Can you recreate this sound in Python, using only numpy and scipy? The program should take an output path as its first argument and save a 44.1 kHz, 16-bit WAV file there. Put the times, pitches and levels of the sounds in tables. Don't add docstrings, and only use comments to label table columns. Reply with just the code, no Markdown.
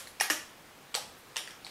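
import sys
import numpy as np
from scipy import signal
from scipy.fft import rfft, irfft
from scipy.io import wavfile
from scipy.ndimage import uniform_filter1d

SR = 44100
rng = np.random.default_rng(int(sys.argv[2]) if len(sys.argv) > 2 else 0)


def volts_from_decibels(level):
    exponent = np.asarray(level, float) / 20
    return 10 ** exponent


def master(y):
    cut = np.clip(np.atleast_2d(y).T, -1, 1)
    pcm = np.round(cut * 32767)
    wavfile.write(sys.argv[1], SR, pcm.astype(np.int16))


N = 74970
LEAD = 8820
TOTAL = N + LEAD
LEAST_WIDTH_HZ = 200

# (frequency [Hz], width [Hz], level [dB])
EARLY_CAP = [(1130, 510, -2), (2520, 700, -39), (3470, 170, 1), (7600, 140, 15), (8600, 380, 5),
             (10200, 180, 14), (12600, 220, -3)]
EARLY_BACK = [(516, 190, -17), (1880, 370, 3.5), (2680, 210, -26), (4170, 440, 6), (10700, 90, 2.5),
              (12800, 98, 0)]
WIDE_SNAP = [(1860, 240, -32), (2460, 300, 3), (5390, 530, 5), (9700, 250, -14), (10700, 250, -5.5),
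             (15000, 440, -1)]
WIDE_LAND = [(830, 120, -7.5), (1824, 100, 7), (2570, 610, -1.5), (5630, 510, 4.5), (6700, 180, -4.5),
             (8180, 190, -0.5), (9170, 550, -0.5), (10500, 1000, 6), (12200, 370, -34)]
WIDE_BACK = [(1230, 420, 0.5), (1770, 300, 8.5), (2880, 270, 3.5), (4980, 480, 4), (6540, 240, -1),
             (8700, 500, -21), (10700, 340, -1), (11600, 190, 3), (12900, 430, -5)]
WIDE_RATTLE = [(1780, 106, 7.5), (2600, 560, 2), (5560, 400, 7.5), (8960, 180, 6), (10400, 600, -4),
               (12800, 570, 5.5)]
MID_SNAP = [(1180, 120, 4.5), (2350, 170, 8), (3170, 640, 15), (4620, 460, 11), (6650, 240, -29),
            (8030, 330, 17), (10900, 270, -22)]
MID_LAND = [(686, 190, 2), (2800, 190, 1), (3320, 190, -22), (4360, 500, 21), (5700, 740, 13.5),
            (7070, 560, 8.5), (7800, 400, 8), (8900, 280, 11), (11100, 360, -30)]
SMALL_SNAP = [(960, 360, 2), (1880, 170, 3), (2950, 960, 13), (6800, 670, -29), (10500, 190, -27),
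              (12000, 280, -27)]
SMALL_LAND = [(1830, 96, -6), (2860, 240, 6.5), (3570, 130, 2), (4460, 390, -1), (5350, 850, 4),
              (6220, 360, 2.5), (7340, 710, -3), (8200, 600, 1), (9140, 320, -1), (10300, 210, -21),
              (11600, 220, -46)]
SMALL_BACK = [(1820, 330, -1), (2630, 310, -4.5), (4650, 180, -9), (7630, 75, -25), (9100, 260, -16),
              (9600, 170, -31)]
SMALL_SETTLE = [(3220, 110, -9), (3660, 120, -12), (5600, 110, -9.5), (8060, 260, -14)]
SOFT_SNAP = [(810, 91, -9), (4230, 500, 11.5), (5000, 400, -4), (7000, 160, -18), (9140, 260, -2.5),
             (10600, 86, -32)]
SOFT_LAND = [(820, 420, -4), (2350, 600, 6), (3200, 400, 4.5), (3870, 500, 8), (5100, 650, 0),
             (7800, 210, -1), (8300, 180, -10)]
# (resonances, rows of (time [s], level [dB], rise [s],
# fall [s], bare crack [dB]))
CONTACTS = [ (EARLY_CAP, [(-0.041, -27.5, 0.00111, 0.0077, -2.5)]),
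            (EARLY_BACK, [(0.073, -40.5, 0.0018, 0.0025, -6)]),
            (WIDE_SNAP, [(0.2010, -31, 0.0018, 0.00045, -1.5), (0.2025, -23.5, 0.0018, 0.00017, -44)]),
            (WIDE_LAND, [(0.2088, -26.5, 0.0018, 0.00038, -7), (0.2098, -20, 0.00032, 0.00109, -4.5),
            (0.2135, -23.5, 0.0018, 0.0011, -12)]), (WIDE_BACK, [(0.3008, -21, 0.00009, 0.00035, -4.5)]),
            (WIDE_RATTLE, [(0.3045, -23.5, 0.0011, 0.0012, -6), (0.3070, -28.5, 0.00095, 0.0012, 0),
            (0.3105, -42, 0.0012, .0015, -13)]), (MID_SNAP, [(0.9428, -44, 0.00089, 0.00031, -6),
            (0.9443, -25.5, 0.0014, 0.001, -8.5)]), (MID_LAND, [(0.9506, -24.5, 0.000096, 0.00064, -2.5),
            (0.9640, -36.5, 0.0011, .0015, -12)]), (SMALL_SNAP, [(1.3603, -34.5, 0.0009, 0.0012, -3)]),
            (SMALL_LAND, [(1.3675, -25, 0.0001, 0.00056, -5)]),
            (SMALL_BACK, [(1.4765, -40, 0.0035, 0.00066, -5)]),
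            (SMALL_SETTLE, [(1.5075, -43, 0.00063, 0.00069, -7)]),
            (SOFT_SNAP, [(1.6478, -36, 0.00023, 0.0009, -20), (1.6556, -56, 0.00022, 0.00043, -24)]),
            (SOFT_LAND, [(1.6672, -38, 0.002, 0.0039, -9.5)]), ]
# (time [s], level [dB], frequency [Hz], width [Hz], share sent to walls [dB])
KNOCKS = [
    (0.2095, -20, 789, 128, -17),
    (0.302, -33.5, 312, 36.5, -5.5),
    (0.302, -38.5, 510, 70, -21),
    (0.303, -31, 826, 70, -10),
    (0.950, -33, 494, 61, -5),
    (0.9505, -28, 746, 120, -7),
    (0.972, -33, 814, 30, -5.5),
    (0.958, -40, 685, 50, -11),
    (1.368, -56, 158, 50.7, -3),
]
# (frequency [Hz], level [dB])
CRACK_SPECTRUM = [(30, -43), (150, -26.5), (600, 0), (2000, 6.5), (9000, 5.5), (13000, -3.5), (16000, -9)]
# (time [s], length [s], frequency [Hz], width [Hz], level [dB])
SLEEVE = (1.19, .022, 12000, 3500, -62)
# (frequency [Hz], gain [dB])
LID_SHADE = [(150, 6), (300, 6.5), (3000, -3.5), (7000, -4), (10000, -8.5), (12500, -11), (16000, -28)]
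# (frequency [Hz], gain [dB])
WALL_SPREAD = [(150, 13.5), (800, -3), (1600, -3.5), (5000, -5.5), (9000, -5.5), (13000, -1), (16000, -9)]
# (delay [s], level [dB])
ECHOES = [(.0021, -20), (.0046, -19), (.0128, -18), (.0165, -19), (.023, -19)]
# (frequency [Hz], T60 [s])
ROOM_T60 = [(200, 0.26), (500, 0.59), (1500, 0.37), (3000, 0.4), (6000, 0.38), (10000, 0.35), (15000, 0.19)]
# (frequency [Hz], density [dB per Hz])
HISS_SPECTRUM = [(30, -10.5), (150, -3), (500, -4), (1200, -5), (3000, -10.5), (6500, -17), (11000, -19.5),
                 (15600, -26.5)]
# (frequency [Hz], level [dB])
WHINE = [(14223, -77)]
# (frequency [Hz], gain [dB])
BAND_EDGE = [(15750, 0), (16000, -30), (16700, -36)]


def contact(body, time_s, level_db, rise_s, fall_s, crack_db):
    size = 2048
    t = np.arange(size) / SR - 0.01
    shape = np.where(t < 0, np.exp(-(t / rise_s) ** 2), np.exp(-t / fall_s))
    force = rng.standard_normal(size) * shape
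    for _ in range(12):
        spectrum = rfft(force)
        flat = irfft(spectrum / abs(spectrum), size)
        force = flat * np.minimum(4 * shape, 1)
    crack = volts_from_decibels(crack_db) * evened(colour(force, CRACK_SPECTRUM))
    parts = np.array([ring(force, body), off_axis_ring(force, body), crack])
    return time_s + t[0], volts_from_decibels(level_db) * parts * np.sqrt(0.004 * SR / size)


def ring(force, body):
    total = np.zeros(len(force))
    for hz, width_hz, db in body:
        width_hz = 1.5 * max(width_hz, LEAST_WIDTH_HZ)
        once = resonate(force, hz, width_hz)
        total += volts_from_decibels(db) * resonate(once, hz, width_hz) / np.sqrt(width_hz)
    return evened(total)


def off_axis_ring(force, body):
    total = np.zeros(len(force))
    for k, (hz, width_hz, db) in enumerate(body):
        width_hz = max(width_hz, LEAST_WIDTH_HZ) + 0.07 * hz
        total += (-1) ** k * volts_from_decibels(db) * resonate(force, hz, width_hz) / np.sqrt(width_hz)
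    return evened(total)


def knock(time_s, level_db, hz, width_hz, wall_db):
    t = np.arange(6000) / SR
    swell = 1 - np.exp(-(t * hz) ** 2)
    mode = swell * np.exp(-np.pi * width_hz * t) * np.sin(2 * np.pi * hz * t)
    return time_s, volts_from_decibels([[level_db], [level_db + wall_db]]) * mode


def sleeve_brush(time_s, length_s, hz, width_hz, level_db):
    t = np.arange(TOTAL) / SR - LEAD / SR - time_s
    swish = evened(resonate(rng.standard_normal(TOTAL), hz, width_hz))
    return volts_from_decibels(level_db) * swish * np.exp(-(t / length_s) ** 2)


def room(x):
    tail_db, rise_s, turn_s = -0.5, 0.0042, 0.2206
    time_s = np.arange(TOTAL) / SR
    out = np.zeros(TOTAL)
    for delay_s, db in ECHOES:
        delay = round(delay_s * SR)
        out[delay:] += volts_from_decibels(db) * x[:TOTAL - delay]
    for k in range(3):
        tail = room_tail(rise_s)
        share = np.sqrt(2 / 3) * np.cos(np.pi * (time_s / turn_s + k / 3))
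        out += volts_from_decibels(tail_db) * signal.fftconvolve(x * share, tail)[:TOTAL]
    return out


def room_tail(rise_s):
    taps = np.zeros(SR // 2)
    at = np.arange(0, len(taps) - 12, 12)
    taps[at + rng.integers(0, 12, len(at))] = rng.choice([-1., 1.], len(at))
    hz, t, z = signal.stft(taps, SR, nperseg=256)
    decay_db = -60 * t / read(ROOM_T60, hz)[:, None]
    tail = signal.istft(z * volts_from_decibels(decay_db), SR, nperseg=256)[1]
    tail = tail * (1 - np.exp(-(np.arange(len(tail)) / SR / rise_s) ** 2))
    return tail / np.linalg.norm(tail)


def hiss():
    level_db, patch_db, swell_db = -54, 0.8, 0.3
    frames, hz = N // 256 + 5, np.fft.rfftfreq(1024, 1 / SR)
    real, imag, patches = rng.standard_normal((frames, 513, 3)).T
    patches = uniform_filter1d(patches, 12, 0)
    patches = evened(uniform_filter1d(patches, 14, 1))
    swell = evened(uniform_filter1d(rng.standard_normal(frames), 30))
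    spectrum_db = read(HISS_SPECTRUM, hz)[:, None] + patch_db * patches + swell_db * swell
    z = (real + 1j * imag) * volts_from_decibels(spectrum_db)
    air = signal.istft(z, nperseg=1024, noverlap=768)[1][:N]
    return volts_from_decibels(level_db) * evened(air)


def whine():
    skirt_width_hz, skirt_db = 200, 2
    hz, db = WHINE[0]
    skirt = evened(resonate(rng.standard_normal(N), hz + 60, skirt_width_hz))
    tone = np.sqrt(2) * np.sin(2 * np.pi * hz * np.arange(N) / SR)
    return volts_from_decibels(db) * (tone + volts_from_decibels(skirt_db) * skirt)


def evened(x):
    return x / np.sqrt(np.mean(x ** 2) + 1e-20)


def read(points, hz):
    f, value = np.transpose(points)
    return np.interp(np.log(hz + 1), np.log(f + 1), value)


def resonate(x, hz, width_hz):
    r, w = np.exp(-np.pi * width_hz / SR), 2 * np.pi * hz / SR
    return signal.lfilter([(1 - r * r) / 2, 0, -(1 - r * r) / 2], [1, -2 * r * np.cos(w), r * r], x)


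def colour(x, points):
    gain_db = read(points, np.fft.rfftfreq(len(x), 1 / SR))
    return irfft(rfft(x) * volts_from_decibels(gain_db), len(x))


def add(mix, time_s, sound):
    part = mix[..., LEAD + round(time_s * SR):][..., :sound.shape[-1]]
    part += sound[..., :part.shape[-1]]


def scene():
    crack_direct_db, crack_room_db = 1.5, 2
    wall_delay_s, wall_db = 0.0077, -9.5
    keys = np.zeros((3, TOTAL))
    for body, rows in CONTACTS:
        for row in rows:
            add(keys, *contact(body, *row))
    on_axis, off_axis, crack = keys
    room_crack = volts_from_decibels(crack_room_db) * crack
    caps = on_axis + room_crack
    for row in KNOCKS:
        add(keys[:2], *knock(*row))
    direct = colour(on_axis + volts_from_decibels(crack_direct_db) * crack, LID_SHADE)
    bounce = volts_from_decibels(wall_db) * np.roll(colour(caps, WALL_SPREAD), round(wall_delay_s * SR))
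    reverb = room(colour(off_axis + room_crack, WALL_SPREAD))
    foreground = direct + sleeve_brush(*SLEEVE) + bounce + reverb
    return (foreground[LEAD:] + hiss() + whine())[None]


def band_limit(x):
    return signal.sosfilt(signal.butter(12, 16660, fs=SR, output="sos"), x)


def record(dry):
    mix = colour(dry[0], BAND_EDGE)[None]
    return band_limit(mix)


dry = scene()
out = record(dry)
master(out)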